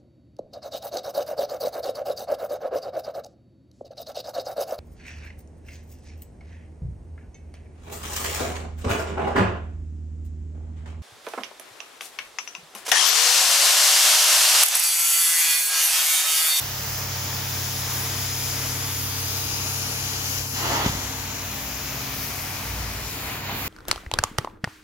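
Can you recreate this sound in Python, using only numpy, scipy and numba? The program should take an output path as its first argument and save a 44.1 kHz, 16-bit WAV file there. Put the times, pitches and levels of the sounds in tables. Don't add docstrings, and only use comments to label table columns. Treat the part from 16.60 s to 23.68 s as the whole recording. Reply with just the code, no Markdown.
import sys
import numpy as np
from scipy import signal
from scipy.fft import rfft, irfft
from scipy.io import wavfile
from scipy.ndimage import uniform_filter1d, map_coordinates
from numba import njit

SR = 44100
rng = np.random.default_rng(int(sys.argv[2]) if len(sys.argv) > 2 else 0)


def to_wav(sig):
    pcm = np.clip(np.atleast_2d(sig), -1, 1) * 32767
    pcm = np.round(pcm).astype(np.int16)
    wavfile.write(sys.argv[1], SR, pcm.T)


N = 312228
TIME = np.arange(N) / SR

# time in seconds, hiss level in dB, left minus right in dB.
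JETS = [(0, -37.5, -2.5), (.65, -36, 2), (1.8, -35, 4.5), (2.45, -36.5, 4.5), (2.8, -36.5, 12.5),
        (3.8, -39, 15.5), (4.12, -38, 14), (4.22, -42.5, 19), (4.7, -43, 17.5), (5.6, -41.5, 9.5),
        (6.31, -43, 10), (6.55, -41, 7), (6.72, -43, 6), (6.98, -45.5, 5), (7.08, -41, 7)]
# pressed, in seconds, hush in dB, seal breaks, wide open and lands, in seconds, gulp level in dB,
# change of the mist in dB, lowest frequency of the roar in Hz, gain of its treble in dB.
LIFTS = [(3.9, -5.5, 3.94, 4.126, 4.265, -28, -0.5, 120, 0.5),
         (6.81, -2, 6.88, 6.9, 6.92, -35.5, -5, 520, -3)]
LET_GO_S = 0.069


def undb(db):
    return 10 ** (np.asarray(db) / 20)


def both(pan_db):
    return undb(np.array([pan_db, -pan_db]) / 2)


def columns(rows):
    seconds, *rest = np.transpose(rows)
    return [np.interp(TIME, seconds, column) for column in rest]


def along(points, edge=None):
    hz, value = np.transpose(points)
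    bins_hz = np.fft.rfftfreq(N, 1 / SR)
    return np.interp(np.log(bins_hz + 1), np.log(hz), value, edge, edge)


def ramp(starts, full, eases, stops):
    return np.interp(TIME, [starts, full, eases, stops], [0, 1, 1, 0])


def walk(rate):
    held = int(SR / rate)
    steps = np.repeat(rng.standard_normal(N // held + 1), held)
    return 1.23 * uniform_filter1d(uniform_filter1d(steps, held), held)[:N]


def rush(colour, lag, pan=((100, 0), (200, 0))):
    # frequency in Hz, shared fraction of the power.
    likeness = [(60, .99), (130, 0.94), (290, 0.91), (550, 0.77), (1000, 0.53), (2000, 0.36), (4000, 0.33),
                (6500, 0.39), (9000, 0.14), (15000, 0.14)]
    share = along(likeness)
    gain = undb(along(colour, -80))
    shared, left, right = rfft(rng.standard_normal((3, N))) * gain
    common = irfft(shared * np.sqrt(share), N)
    late = map_coordinates(common, [np.arange(N) - lag], order=3, mode="nearest")
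    own = irfft(np.array([left, right]) * np.sqrt(1 - share), N)
    pair = irfft(rfft(np.array([late, common]) + own) * both(along(pan)), N)
    return pair / np.sqrt(np.mean(pair.mean(axis=0) ** 2))


def hush():
    press_s = 0.11
    return sum(db * ramp(s - press_s, s, s, s + LET_GO_S) for s, db, *_ in LIFTS)


def suction(lag):
    # time in seconds, body level in dB, upper level in dB, upper left minus right in dB.
    airflow = [(0, -38, -42.5, 3), (1, -36.5, -40.5, 6), (2.2, -37, -40, 2), (3, -37, -40.5, 2.5),
               (3.65, -37.5, -41, 0.5), (4.4, -38, -41.5, -1.5), (4.9, -38.5, -43, 0.5),
               (6, -36.5, -44, 1.5), (6.45, -39, -43.5, 1.5), (6.7, -35.5, -40.5, 3), (7.08, -36, -42.5, 2)]
    # frequency in Hz, relative density in dB per Hz.
    pile_colour = [(21, -38), (35, -17), (68, -6), (80, -8), (97, -6.5), (115, -11.5), (142, -10),
                   (178, -9), (215, -9), (236, -14.5), (269, -10.5), (335, -12), (385, -14), (449, -11.5),
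                   (535, -14), (610, -11.5), (740, -8.5), (930, -10), (1150, -10.5), (1560, -12),
                   (2460, -10), (3200, -20.5), (4160, -59), (7040, -120)]
    # frequency in Hz, relative density in dB per Hz.
    upper_colour = [(2300, -11), (2900, -2.5), (3700, -2), (4400, -2), (5200, -11), (6500, -19),
                    (7500, -28)]
    body_db, upper_db, upper_pan_db = columns(airflow)
    body = rush(pile_colour, lag) * undb(body_db + hush() + 0.61 * walk(9))
    upper = rush(upper_colour, lag) * undb(upper_db + 1.5 * hush() + 0.81 * walk(10))
    return body + upper * both(upper_pan_db)


def jets(lag):
    # frequency in Hz, relative density in dB per Hz.
    splash_colour = [(3900, -5), (4450, -4), (4850, 2.5), (5800, 3), (6900, 3), (7400, 1), (8000, -30)]
    db, pan_db = columns(JETS)
    level_db = db + 0.75 * hush() + 0.66 * walk(22.06)
    return rush(splash_colour, lag) * undb(level_db) * both(pan_db)


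def mist(lag, jets_pan_db):
    # time in seconds, sizzle level in dB, top level in dB, left minus right in dB.
    spray_levels = [(0, -41, -40, 0.5), (.75, -43.5, -41, -1.5), (1.48, -39, -40, 1),
                    (2.29, -37.5, -42, 0.5), (2.7, -41, -39, -1.5), (3.31, -39.5, -43, 0),
                    (3.57, -41, -44, 1), (3.77, -39.5, -40, 4), (4.2, -41, -44, 2), (4.35, -42, -47, 1),
                    (4.6, -43.5, -45, 2), (4.87, -45.5, -44, 3), (5.1, -44.5, -43, 3), (5.38, -44, -42, 3),
                    (5.66, -41.5, -42, 4), (6.03, -43, -43, 3), (6.39, -45, -47, 3.5), (6.74, -46, -44, 5),
                    (7.08, -45, -39, -4)]
    # frequency in Hz, relative density in dB per Hz.
    faint_colour = [(7000, -13), (7600, 8), (8500, 3), (9600, 4.5), (10400, -22)]
    # frequency in Hz, relative density in dB per Hz.
    sizzle_colour = [(9000, -9), (10200, 0), (11500, 2.5), (12800, 1), (13800, -2)]
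    # frequency in Hz, relative density in dB per Hz.
    top_colour = [(12500, -3), (13500, -2), (14800, 5), (15700, 2), (16500, -12)]
    fade_s = 0.063
    faint_db, top_pan_db = -9.5, -1

    sizzle_db, top_db, pan_db = columns(spray_levels)
    thins_db = 0
    for pressed, _, _, _, lands, _, change_db, *_ in LIFTS:
        thins_db = thins_db + change_db * ramp(pressed - fade_s, pressed, lands, lands + fade_s)
    sputter_db = thins_db + 0.54 * walk(16)

    faint = rush(faint_colour, lag) * undb(sizzle_db + faint_db + 0.7 * thins_db + sputter_db)
    sizzle = rush(sizzle_colour, lag) * undb(sizzle_db + sputter_db + 0.5 * walk(13))
    top = rush(top_colour, lag) * undb(top_db + sputter_db + 0.78 * walk(13))
    out = faint * both(0.38 * jets_pan_db + 9.0)
    return out + sizzle * both(pan_db) + top * both(pan_db + top_pan_db)


def gulps(lag):
    # frequency in Hz, relative density in dB per Hz.
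    slot_colour = [(71, -48), (120, -23), (156, -16), (292, -3), (375, -3.5), (412, -4.5), (481, -8.5),
                   (690, -3.5), (760, -2.5), (900, 0), (1030, -3), (1130, -6.5), (1300, -6.5), (1550, -13),
                   (2070, -7), (2350, -12.5), (2900, -12), (5000, -16.5), (6500, -64), (11000, -120)]
    # frequency in Hz, left minus right in dB.
    slot_pan = [(2000, 0), (3500, -10), (5000, -3)]
    slit_hz, slit_haste = 1330, 0.45
    fall_db_s = 214
    leak_db, leak_fall_db_s = -8, 35

    roar = rush(slot_colour, lag, slot_pan)
    treble = signal.sosfilt(signal.butter(2, slit_hz, "high", fs=SR, output="sos"), roar)
    body = signal.sosfilt(signal.butter(2, slit_hz, fs=SR, output="sos"), roar)
    out = 0
    for _, _, breaks, wide, lands, db, _, low_hz, treble_db in LIFTS:
        gap = np.clip((TIME - breaks) / (wide - breaks), 0, 1)
        deep = signal.sosfilt(signal.butter(2, low_hz, "high", fs=SR, output="sos"), body)
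        air = gap * deep - gap ** slit_haste * treble * undb(treble_db)
        since = np.maximum(TIME - lands, 0)
        fall_db = np.maximum(-fall_db_s * since, leak_db - leak_fall_db_s * since)
        out = out + air * undb(db + fall_db)
    return out * undb(0.55 * walk(27.0))


def slaps(lag):
    # time in seconds (the burst peaks 5 ms later), level in dB.
    water_slaps = [(4.257, -30), (4.286, -32)]
    burst = sum(undb(db) * np.exp(-np.abs(TIME - s - .005) / 0.0081) for s, db in water_slaps)
    return rush([(1500, -21), (3000, 6), (7000, 2), (8200, -14)], lag, [(3000, 1), (6000, 9)]) * burst


def thumps():
    # start in seconds, peak level in dB, contact in milliseconds.
    landings = [(3.936, -28.5, 3.), (4.2609, -10.3, 1.5), (4.2925, -18.5, 5.), (4.327, -26, 4.),
                (4.347, -26, 6.), (6.925, -27, 1.5), (6.946, -26, 1.5)]
    # frequency in Hz, relative level in dB, 60 dB decay time in seconds.
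    floor_modes = [(55, -17.5, .25), (103, -7.5, .048), (245, 0, .02), (370, -20, .05)]
    t = TIME[:SR // 2]
    modes = [undb(db) * np.sin(2 * np.pi * hz * t) * 1000 ** (-t / t60) for hz, db, t60 in floor_modes]
    ring = sum(modes[2:]) - sum(modes[:2])
    out = np.zeros(N + SR)
    for s, db, ms in landings:
        push = np.hanning(int(ms * SR / 1000))
        blow = np.convolve(ring, push)[:len(t)]
        start = int(s * SR)
        out[start:start + len(t)] += undb(db) * blow / np.abs(blow).max()
    return out[:N]


def ticks():
    # time in seconds, peak level in dB.
    knocks = [(6.8945, -22)]
    # frequency in Hz, relative level in dB, 60 dB decay time in seconds.
    lip_modes = [(810, -1, 0.078), (960, 0, .06), (2040, -6, .03)]
    out = 0
    for s, db in knocks:
        t = np.maximum(TIME - s, 0)
        ring = sum(undb(own_db) * np.sin(2 * np.pi * hz * t) * 1000 ** (-t / t60)
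                   for hz, own_db, t60 in lip_modes)
        out = out + undb(db) * ring / np.abs(ring).max()
    return out


def judder():
    # order, relative level in dB.
    harmonics = [(2, 0), (3, -7), (4, -11), (5, -15)]
    starts, full, eases, stops = 5.98, 6.12, 6.35, 6.5
    slip_hz, sag_hz_s, level_db = 30.6, 9.5, -36
    hz = np.maximum(slip_hz - sag_hz_s * (TIME - starts), 1)
    turn = 2 * np.pi * np.cumsum(hz * (1 + 0.01204 * walk(35))) / SR
    growl = sum(undb(own_db + .8 * walk(15)) * np.sin(order * turn) for order, own_db in harmonics)
    return np.sqrt(2) * undb(level_db) * growl * ramp(starts, full, eases, stops)


def shaft(sealed_hz, open_hz, settle_s):
    rises_s = 4.3
    return open_hz - (open_hz - sealed_hz) * np.exp(-np.maximum(TIME - rises_s, 0) / settle_s)


def stack(hz, db, place, orders):
    whine_db, whine_hz = 4, 500
    turn = 2 * np.pi * np.cumsum(hz * (1 + .0004 * walk(3))) / SR
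    _, _, breaks, wide, lands, *_ = LIFTS[0]
    open_db = whine_db * ramp(breaks, wide, lands, lands + LET_GO_S)
    out = 0
    for order, *by_place_db in orders:
        waver_db = np.interp(place, np.arange(3), [.25, .25, 2.8]) * walk(4)
        place_db = np.interp(place, np.arange(3), by_place_db)
        own_db = db + place_db + waver_db + open_db * (order * hz > whine_hz)
        skew = order * hz * 0.00066 * rng.choice([-1, 1]) * np.array([[1], [-1]])
        phase = order * turn + 2 * np.pi * rng.random() + skew
        out = out + np.sqrt(2) * undb(own_db) * np.sin(phase)
    return out


def machine():
    # time in seconds, engine level in dB, blower level in dB,
    # place of the phone along the stroke (0 to 2, held at 2 beyond).
    hum_levels = [(0, -41, -43.5, .09), (.6, -36.5, -39.5, .14), (2.1, -35, -35, 1.07),
                  (2.6, -33.5, -37.5, 0.96), (3.9, -37.5, -38, 0.93), (4.15, -36.5, -37, 1.5),
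                  (4.3, -38, -41, 1.88), (4.45, -37, -41, 1.7), (4.85, -42, -44, 1.76),
                  (5, -47.5, -43.5, 2.7), (5.8, -41, -43.5, 1.63), (6.05, -42, -48.5, 1.87),
                  (6.4, -44.5, -44, 2.05), (6.6, -40, -43.5, 1.7), (7.08, -43, -42.5, 1.9)]
    # order of the shaft, relative level in dB at places 0, 1 and 2.
    engine_orders = [(2, -30, -29, -17), (3, -12, -21, -6.5), (5, -0.5, -2, -1), (6, -24, -28, -4.5),
                     (8, -21, -32, -11), (9, -22, -23.5, -15), (10, -10.5, -25, -29), (11, -32, -26, -5),
                     (13, -31, -35, -26), (15, -43, -20.5, -14), (16, -36, -28.5, -24),
                     (18, -20, -21.5, -15), (24, -19.5, -16, -16), (31, -12.5, -38, -15),
                     (48, -12.5, -17, -10)]
    # order of the shaft, relative level in dB at places 0, 1 and 2.
    blower_orders = [(1, -20, -15, 0), (2, 2.5, -2, -2), (4, -16.5, -12.5, -3.5), (6, -35, -36, -14.5)]
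    engine_db, blower_db, place = columns(hum_levels)
    engine_hz = shaft(sealed_hz=18.97, open_hz=19.4, settle_s=1.2)
    blower_hz = shaft(sealed_hz=64.96, open_hz=66.4, settle_s=.35)
    return stack(engine_hz, engine_db, place, engine_orders) + stack(blower_hz, blower_db, place, blower_orders)


def flutter():
    steady_db, gust_peak_db, gust_s = -52.5, -39, 4.02
    rise_db_s, fall_db_s = 200, 90
    gust_db = gust_peak_db - np.maximum(rise_db_s * (gust_s - TIME), fall_db_s * (TIME - gust_s))
    throb = rush([(25, -45), (38, -14), (48, -10), (55, 4), (63, 4), (70, -14), (95, -12), (130, -25)], 0)
    return throb * (undb(steady_db) + undb(gust_db))


@njit
def svf(x, hz, width):
    y, band, low = np.empty(len(x)), 0., 0.
    for i in range(len(x)):
        g, damping = np.tan(np.pi * hz[i] / SR), width / hz[i]
        v = (band + g * (x[i] - low)) / (1 + g * (g + damping))
        band, low, y[i] = 2 * v - band, low + 2 * g * v, damping * v
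    return y


def ports(sound):
    # time in seconds,
    # left delay in samples, left share, right delay in samples, right share.
    hand = [(0, 25, .25, 11.3, -.75), (.7, 25.3, .45, 11.2, -.75), (2.3, 25.6, .5, 11, -.75),
            (2.62, 28, .55, 11, -.75), (2.75, 27.2, .3, 14, .2), (3.75, 22.6, 0, 15, .35),
            (4.0, 23.5, 0, 13, 0), (5.7, 28.5, .2, 9.5, -.15), (6.4, 24, .2, 9, -.1),
            (6.6, 20, .4, 8.5, -.5), (7.08, 19.5, .4, 8, -.4)]
    # time in seconds,
    # left delay in samples, left share, right delay in samples, right share.
    fingers = [(0, 47, 0.61, 28.5, 0.98), (.95, 36, 0.57, 26.5, 0.5), (1.05, 50, 0.3, 30, 0.52),
               (1.2, 33, 0.24, 25.4, 0.71), (2.2, 39, 0.2, 26, 0.36), (2.55, 37, .8, 31, 0.49),
               (2.75, 34, 0.88, 23, 0), (3.0, 35, 0.98, 32, 0.77), (3.4, 28, 0.52, 34, 0.5),
               (3.75, 29, 0.44, 29, .7), (4.0, 31, 0.51, 30, 0.99), (4.35, 26, 0.29, 26.6, 0.45),
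               (4.85, 29, 0.064, 35, 0.39), (5.15, 31, 0.07, 22, 0.11), (5.85, 41, 0.64, 40, 0.032),
               (6.1, 39, 0, 29, 0), (7.08, 34, 0.07, 31, 0)]
    # frequency in Hz, gain in dB.
    palm = [(900, -15.5), (2500, -12), (6000, -13), (7500, -18), (9500, -20), (16000, -32)]
    # time in seconds, left Hz, left lift, right Hz, right lift.
    sheen = [(0, 10200, 0, 15300, .6), (1, 10500, 0.76, 15400, .88), (2.4, 11200, 0.41, 15000, .23),
             (2.8, 10400, 0.43, 7500, .1), (3.4, 11400, 1, 8300, 0.67), (3.85, 12500, .05, 9600, 0.51),
             (4.3, 13000, 0.15, 12600, .1), (4.85, 15100, .3, 12500, .59), (5.3, 14000, 1.2, 12000, .3),
             (6.15, 12300, 0.038, 13500, .1), (7.08, 12320, .22, 12800, 1)]
    # time in seconds, left Hz, left lift, right Hz, right lift.
    hollow = [(0, 8850, -0.25, 6950, -0.82), (2.2, 9000, -0.41, 7560, -1), (2.6, 7200, -0.47, 8800, -0.4),
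              (3.6, 8360, -0.69, 10000, 0.25), (4.2, 8550, -0.76, 7800, 0.12),
              (4.8, 8500, -0.53, 9500, 0.029), (5.4, 7600, -0.48, 9300, -.6),
              (6.2, 7200, -0.28, 7800, -0.55), (6.6, 5800, -0.55, 7100, -0.75),
              (6.9, 5700, -0.45, 7800, -.5), (7.08, 5900, -0.24, 8500, -.3)]
    # time in seconds, left Hz, left lift, right Hz, right lift.
    shade = [(0, 2090, -0.39, 4100, -0.39), (1, 2100, -0.35, 4140, -0.35), (2.2, 2100, -.1, 4000, -0.22),
             (2.5, 2200, -0.3, 3900, -.3), (2.85, 2240, -0.17, 2770, 0.37), (3.75, 2800, -0.18, 2980, 0.42),
             (4.0, 3200, 0, 3200, -0.03), (4.4, 4900, -.45, 2720, -0.005), (4.85, 4900, -.45, 2600, .15),
             (5.2, 4000, -0.39, 2500, 0.25), (5.7, 3600, 0.11, 2290, .2), (6.4, 3500, -0.092, 2200, 0.11),
             (6.6, 3500, -0.14, 2200, -0.15), (7.08, 3500, -0.058, 2200, 0.15)]
    reflections = columns(hand), columns(fingers)
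    bands = (columns(sheen), 1900.), (columns(hollow), 1600.), (columns(shade), 900.)

    treble = irfft(rfft(sound) * undb(along(palm)), N)
    out = []
    for port in range(2):
        heard = sound[port]
        for curves in reflections:
            delay, share = curves[2 * port:2 * port + 2]
            echo = map_coordinates(treble[port], [np.arange(N) - delay], order=3, mode="nearest")
            heard = heard + share * echo
        for curves, width_hz in bands:
            centre_hz, lift = curves[2 * port:2 * port + 2]
            heard = heard + np.clip(lift, -3 / 4, 2) * svf(heard, centre_hz, width_hz)
        out.append(heard)
    return np.array(out)


def scene():
    # time in seconds, lag of the left port in samples.
    bearing = [(0, -1), (2.3, 2.2), (3.2, 5), (4.1, 7), (4.33, 7), (4.45, 3.5), (5.8, -1), (7.08, -4)]
    lag = columns(bearing)[0]
    pulse_db = 0.58 * walk(18)
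    spray = jets(lag) * undb(pulse_db / 3) + mist(lag, columns(JETS)[1]) * undb(pulse_db)
    wand = suction(lag) + spray + gulps(lag) + slaps(lag)
    solid = thumps() + ticks() + judder() + machine()
    return ports(wand) + solid * both(-0.46)[:, None] + flutter()


def record(dry):
    bottom_hz, top_hz = 36, 15850
    thin = signal.sosfilt(signal.butter(2, bottom_hz, "high", fs=SR, output="sos"), dry)
    return signal.sosfilt(signal.ellip(10, .2, 70, top_hz, fs=SR, output="sos"), thin)


dry = scene()
out = record(dry)
to_wav(out)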